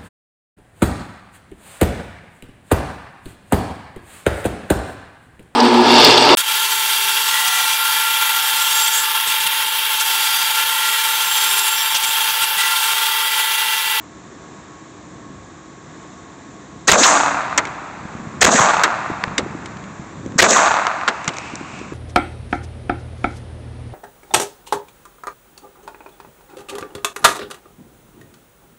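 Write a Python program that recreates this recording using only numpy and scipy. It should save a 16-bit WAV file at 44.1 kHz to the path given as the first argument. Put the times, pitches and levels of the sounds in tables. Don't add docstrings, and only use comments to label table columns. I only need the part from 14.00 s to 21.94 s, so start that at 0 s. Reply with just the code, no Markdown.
import sys
import numpy as np
from scipy import signal
from scipy.fft import rfft, irfft, next_fast_len
from scipy.io import wavfile
from scipy.ndimage import uniform_filter1d

SR = 44100
rng = np.random.default_rng(int(sys.argv[2]) if len(sys.argv) > 2 else 0)


def undo_db(level):
    steps = np.asarray(level, float) / 20
    return 10 ** steps


def store_wav(level_fs):
    pcm = np.round(np.clip(np.atleast_2d(level_fs), -1, 1) * 32767)
    wavfile.write(sys.argv[1], SR, pcm.T.astype(np.int16))


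N = 350008
T = np.arange(N) / SR

# (blast [s], capsule pinned from [s], slide slams [s], capsule free again [s])
SHOTS = [
    (2.8775, 2.897, 2.9155, 2.932),
    (4.4130, 4.432, 4.446, 4.4625),
    (6.3855, 6.404, 6.4232, 6.434),
]
# (blast [dB], slide [dB], ground boom [dB])
SHOT_LEVELS = [(11, 10, -9.5), (11, 11, -10), (11, 4.5, -10)]
# (centre [Hz], width [Hz], level [dB])
BLAST_RINGS = [(515, 550, 11), (1833, 870, 10.5), (3810, 980, 4.5), (6700, 330, 4)]

# (time [s], treble [dB])
ECHO_STARTS = [(2.8776, 5), (4.4116, 3.5), (6.3844, 4)]
# (from [Hz], to [Hz], grain share [0-1], share that repeats from shot to shot [0-1])
ECHO_BANDS = [(60, 500, .5, .6), (500, 1800, .9, .92), (1800, 2900, .45, .6), (2900, 5500, .12, .25),
              (5500, 8300, .05, .05)]
# (level [dB], t60 [s])
GROUND = [(-18, 0.99), (-14, 0.58), (-14.5, 0.16), (-25, 0.24), (-19, 0.19)]
# (arrival after the shot [s], build-up [s], level [dB], t60 [s])
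TREES = [(.11, 0.0067, -25, 0.67), (0.167, 0.005, -14.5, 1.436), (0.12, 0.013, -19.5, 1.24),
         (0.096, 0.01, -27, 1.135), (0.093, 0.035, -12.5, 0.59)]
# (level [dB], t60 [s])
FAR_WOODS = [(-51, 1), (-27.5, 4.9), (-32.5, 4.94), (-45.5, 5), (-43, 3.2)]
# (time after the shot [s], level over the crowd [dB])
BIG_RETURNS = [(0.0554, 8.0), (0.0604, 9.5), (0.0658, 9.1), (0.079, 8.6), (0.1045, 8.7), (0.1158, 8.1),
               (0.1205, 7.7), (0.1358, 7.2), (0.1448, 7.2), (0.1762, 7.5), (0.1838, 8.4), (0.1972, 9.7),
               (0.2045, 9.8), (0.2139, 7.8), (0.2345, 8.2), (0.2473, 10.1), (0.2754, 10.6), (0.2811, 9.4),
               (0.2897, 8.9), (0.2959, 10.6), (0.3239, 9.5), (0.3305, 11.3), (0.3565, 12.0), (0.3835, 12.2),
               (0.4036, 9.1), (0.4328, 10.4), (0.4672, 10.3), (0.4917, 9.2), (0.5299, 10.5), (0.6496, 10.8)]
# (frequency [Hz], level per Hz [dB])
ECHO_COLOUR = [(120, -33), (200, -11.5), (290, -15), (436, -13.5), (650, -1.5), (850, 1), (1200, 1),
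               (1500, -4.5), (1900, -18), (2600, -22.5), (2950, -31.5), (3800, -26), (5300, -35.5),
               (6600, -24)]

# (time [s], peak [dB], dull part [dB], bright part [dB], t60 [s])
CASE_CRACKS = [(3.5773, 10, -7, 2.5, 0.014), (3.5796, -1, -1.5, -1, 0.09), (3.653, -14.5, -8, -11, 0.05),
               (3.6712, -19, -4, -17, .045), (4.8359, 8, -6, -2, 0.05), (4.843, -10.5, 1.5, -14, 0.14),
               (5.0604, -27, -8, -33, 0.016), (5.3807, 3, -18.5, -10.5, 0.066),
               (5.3914, -21, -5, -15, 0.13), (5.6582, -19, -11, -9, 0.066), (5.7694, -27, -9, -20, 0.055),
               (5.8396, -27.5, -14, -12, 0.058), (7.0128, -23.5, 8, -25, 0.022),
               (7.0344, -30, -11, -12, 0.049), (7.0785, 3.5, -4, -25.5, 0.039), (7.0848, -7, -6, -12, 0.11),
               (7.278, -3.5, -11, -6, 0.06), (7.29, -10, -35, -18, 0.049), (7.3365, -20, -21, -19, 0.046),
               (7.368, -21.5, -25, -3, 0.065), (7.7903, -29, -14, -3, 0.046)]
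# (time [s], peak [dB], dull part [dB], bright part [dB])
CASE_TICKS = [(5.1055, -25.5, 3, -23), (5.239, -2, -3.5, -27), (5.2809, -29.5, 13, -22),
              (6.2623, -28, -11, 1), (6.321, -24, 1.5, -20), (6.5086, 1, -12, 12), (6.8687, -1, 3.5, -6),
              (7.245, -16, -8, -3), (7.2548, -16, -5, -17), (7.342, -32, 0, 8), (7.385, -9.5, -37, -1.5),
              (7.5558, -13.5, -19, 3.5)]
# (centre [Hz], width [Hz], level [dB])
CASE_RINGS = [(2120, 55, 2.5), (3160, 1000, 3), (3770, 650, -2), (4930, 1300, -20)]

# (time [s],
# peak [dB], pitch [Hz])
THUMPS = [(1.3, -24, 291), (2.378, -26, 320), (3.011, -2.5, 298), (3.817, -24, 320), (4.051, -20, 204),
          (4.149, -20.5, 199), (4.197, -22, 226), (4.268, -25.5, 144), (4.479, -2, 277), (4.544, 6, 235),
          (4.597, -3.5, 133), (5.098, -9.5, 324), (5.112, -18, 160), (5.273, -17, 163), (5.39, -7, 383),
          (5.428, -18.5, 214), (5.46, -12.5, 345), (5.548, -14.5, 280), (5.993, -21, 186),
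          (6.087, -34, 154), (6.259, -12, 304), (6.346, -33, 209), (6.357, -12, 226), (6.509, -6, 314),
          (7.276, -17, 155), (7.534, -15.5, 269), (7.609, -17, 289.6), (7.737, -23, 213),
          (7.812, -17.5, 330), (7.92, -14, 330)]
# (time [s], level [dB])
RUSTLE = [(7.0, -52), (7.3, -39), (7.45, -41), (7.6, -41), (7.79, -42.5), (7.937, -49.5)]

# (time [s], level [dB])
BREEZE = [(0, -44), (.4, -42), (.66, -46.5), (1.37, -39), (1.61, -45.5), (2.8, -41), (3.58, -35.5),
          (3.8, -42), (4.5, -31.5), (4.9, -39), (5.44, -32), (6.04, -40), (6.3, -30), (6.8, -40),
          (7.0, -43.5), (7.94, -37)]
# (frequency [Hz], level per Hz [dB])
BREEZE_COLOUR = [(12, -62), (20, -64), (58, -6.5), (151, 0.5), (182, 1.5), (259, -2.5), (307, -7),
                 (420, -10.5), (600, -13.5), (780, -55), (1320, -120)]
# (frequency [Hz], level per Hz [dB])
AIR_COLOUR = [(180, -30), (300, -1.5), (418, -10), (592, -17), (674, -8.5), (790, -14.5), (1100, -10.5),
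              (1410, -17.5), (1700, -16), (3030, -28), (3660, -23.5), (4820, -32), (7220, -21),
              (8590, -38.5), (9500, -60), (12400, -102), (20900, -120)]
# (pitch [Hz], wander [Hz], level [dB])
HUM = [(313, 8.68, -50.5), (710, 10.3, -64.5), (1099, 6.5, -49.5), (1663, 13, -59)]


def unit(x):
    return x / np.sqrt(np.mean(x ** 2))


def noise():
    return rng.standard_normal(N)


def band(x, lo_hz, hi_hz, order=2):
    return signal.sosfilt(signal.butter(order, [lo_hz, hi_hz], "band", fs=SR, output="sos"), x)


def ring(x, hz, width_hz):
    return signal.lfilter(*signal.iirpeak(hz, hz / width_hz, SR), x)


def rings(table):
    return unit(sum(undo_db(db) * unit(ring(noise(), hz, width_hz)) for hz, width_hz, db in table))


def colour(x, table):
    hz, db = np.transpose(table)
    size = next_fast_len(N, real=True)
    f = np.arange(size // 2 + 1) * SR / size + 1
    gain = undo_db(np.interp(np.log(f), np.log(hz), db, left=-60, right=-60))
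    return unit(irfft(rfft(x, size) * gain, size)[:N])


def walk(rate):
    k = int(SR / rate)
    steps = np.repeat(rng.standard_normal(N // k + 1), k)[:N]
    return unit(uniform_filter1d(steps, k))


def add(out, sound, db, start, t60, rise=0.00011, stop=None):
    end = stop or start + 1.5 * t60
    span = slice(int(start * SR), int(end * SR))
    t = T[span] - T[span.start]
    out[span] += sound[span] * (1 - np.exp(-t / rise)) * undo_db(db - 60 * t / t60)


def pistol():
    gas = rings(BLAST_RINGS)
    steel = unit(band(noise(), 5560, 7830))
    clack = unit(ring(noise(), 1490, 430))
    snap = unit(band(noise(), 6400, 7300))
    boom = unit(band(noise(), 490, 730))
    barrel = np.sin(2 * np.pi * 1900 * T + 0.3 * walk(150))
    spits = (rng.random(N) < 900 / SR) * rng.exponential(size=N)
    spits = uniform_filter1d(spits, size=5) * 5
    out = np.zeros(N)
    for (s, pinned, slide, free), (blast_db, slide_db, boom_db) in zip(SHOTS, SHOT_LEVELS):
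        add(out, steel + 0.64 * clack, -19, s - .005, .05, rise=0.0005)
        add(out, steel, blast_db - 4.5, s - .001, .03, rise=0.0071)
        add(out, gas, blast_db, s + 0.00041, .4, rise=0.016, stop=free)
        add(out, barrel, blast_db - 1, s + .008, .2, rise=.002, stop=s + .015)
        add(out, snap, slide_db, slide, .025, rise=.0008)
        add(out, clack, slide_db - 6, slide + .003, .08, rise=.001, stop=slide + .0095)
        add(out, boom, boom_db, free, .3, rise=0.0042)
        swing = np.clip((T - pinned) / .003, 0, 1) * np.clip((free - T) / .002, 0, 1)
        swing *= (T < slide) | (T > slide + .009)
        out -= undo_db(19) * swing * (1 - np.minimum(2.2 * spits, 1.03))
    return out


def landscape(big=()):
    sizes = undo_db(3.0 * np.minimum(rng.exponential(size=N), 3.5))
    hits = rng.random(N) < 400 / SR
    trunks = unit(hits * sizes * rng.choice([-1, 1], N))
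    for lag, db in big:
        trunks[int(lag * SR)] = undo_db(db + 18)
    shape = ECHO_COLOUR + [(8000, -32.5), (9000, -52.5)]
    return colour(trunks, shape), colour(noise(), shape)


def tree_echo():
    echo_s, ground_lag_s = 3.2, .052
    span = int(echo_s * SR)
    still, stirred = landscape(BIG_RETURNS), landscape()
    near = np.exp(-(T / .7) ** 2)
    steady = np.ones(N)
    returns = np.ones(N)
    for lag, db in BIG_RETURNS:
        add(returns, steady, db - 14.5, lag, 0.039)
    out = np.zeros(N + span)
    for k, (lo_hz, hi_hz, share, same) in enumerate(ECHO_BANDS):
        ground_db, ground_t60 = GROUND[k]
        trees_lag, trees_rise, trees_db, trees_t60 = TREES[k]
        far_db, far_t60 = FAR_WOODS[k]
        env = np.zeros(N)
        add(env, steady, ground_db, ground_lag_s, ground_t60, rise=0.0012)
        add(env, steady, trees_db, trees_lag, trees_t60, rise=trees_rise)
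        add(env, steady, far_db, trees_lag, far_t60, rise=0.11, stop=echo_s)
        env *= returns ** (1 - 0.079 * k)
        parts = [unit(band(x, lo_hz, hi_hz, order=3)) for x in still + stirred]
        for s, treble_db in ECHO_STARTS:
            i = int(s * SR)
            grain, hiss = (np.sqrt(same) * parts[j] + np.sqrt(1 - same) * np.roll(parts[j + 2], -i)
                           for j in range(2))
            sound = np.sqrt(share * near) * grain + np.sqrt(1 - share * near) * hiss
            out[i:i + span] += (sound * env)[:span] * undo_db(treble_db * k / 4)
    return out[:N]


def splash():
    strike_s = 3.032
    out = np.zeros(N)
    add(out, unit(band(noise(), 1000, 5500)), 3, strike_s, 0.085, rise=.002)
    add(out, unit(ring(noise(), 6740, 900)), -10, strike_s, 0.65, rise=0.017)
    return out


def cases():
    low = unit(band(noise(), 250, 640))
    dull = unit(band(noise(), 1000, 1800))
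    bright = unit(band(noise(), 5500, 7470))
    edge = unit(band(noise(), 1200, 6900))
    brass = rings(CASE_RINGS)
    out = np.zeros(N)
    rows = [row + (-21.5,) for row in CASE_CRACKS]
    rows += [row + (0.017, -19) for row in CASE_TICKS]
    for s, db, dull_db, bright_db, t60, low_db in rows:
        touch = s - .0007
        add(out, edge, db - 15, touch, .008, rise=.0001)
        add(out, brass, db - 7, touch, .5 * t60, rise=0.00059)
        add(out, bright, db + bright_db, touch, 0.32 * t60, rise=0.00052)
        add(out, dull, db + dull_db, touch, 0.78 * t60, rise=0.00017)
        add(out, low, db + low_db, s, 2.64 * t60, rise=0.0011)
    return out * undo_db(-1.0)


def hand():
    cloth = unit(band(noise(), 2150, 2760)) + undo_db(-7) * unit(band(noise(), 3000, 8000))
    out = cloth * undo_db(np.interp(T, *np.transpose(RUSTLE), left=-120) + 1.5 * walk(17))
    add(out, unit(ring(noise(), 287, 8.7)), -28, 2.98, 2.5, rise=.03)
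    fidget_per_s, fidget_db, thump_cycles = 3, -37, 4.43
    chance = rng.random((int(fidget_per_s * N / SR), 3))
    fidget = [(when * (N / SR - .1), fidget_db + 6 * size, 200 + 140 * pitch) for when, size, pitch in chance]
    for s, db, hz in THUMPS + fidget:
        knock = np.sin(2 * np.pi * hz * (T - s))
        add(out, knock, db + 10.5, s + 0.0019, thump_cycles / hz, rise=.003)
    return out


def field():
    puffs_db = np.interp(T, *np.transpose(BREEZE)) + 0.75 * walk(14)
    wind = colour(noise(), BREEZE_COLOUR) * undo_db(puffs_db)
    air = colour(noise(), AIR_COLOUR) * undo_db(-41.5 + .5 * walk(4.21))
    hum = np.zeros(N)
    for hz, wander_hz, db in HUM:
        level = undo_db(db + 2.3 * walk(17))
        phase = 2 * np.pi * np.cumsum(hz + wander_hz * walk(30)) / SR
        hum += level * np.sin(phase)
    return wind + air + hum


def scene():
    return (pistol() + tree_echo() + splash() + cases() + hand() + field())[None]


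def band_limit(x):
    return signal.sosfilt(signal.butter(12, 16970, fs=SR, output="sos"), x)


def record(dry):
    rail, ceiling, top_hz = .56, 0.75, 8320
    railed = np.clip(dry, -rail, rail)
    excess = railed - dry
    railed = railed - .03 * excess
    offset = signal.sosfilt(signal.butter(1, 250, fs=SR, output="sos"), railed)
    pinned = uniform_filter1d((np.abs(excess) > 0) * 1., size=900)
    pinned = np.clip(pinned * 4, 0, 1)
    x = railed - pinned * offset
    x = x - pinned * signal.sosfilt(signal.butter(1, 110, fs=SR, output="sos"), x)
    x = signal.sosfilt(signal.ellip(8, .3, 80, top_hz, fs=SR, output="sos"), x)
    x = np.clip(x, -ceiling, ceiling)
    x = signal.sosfilt(signal.ellip(6, .3, 50, 15800, fs=SR, output="sos"), x)
    return band_limit(x)


dry = scene()
out = record(dry)
store_wav(out)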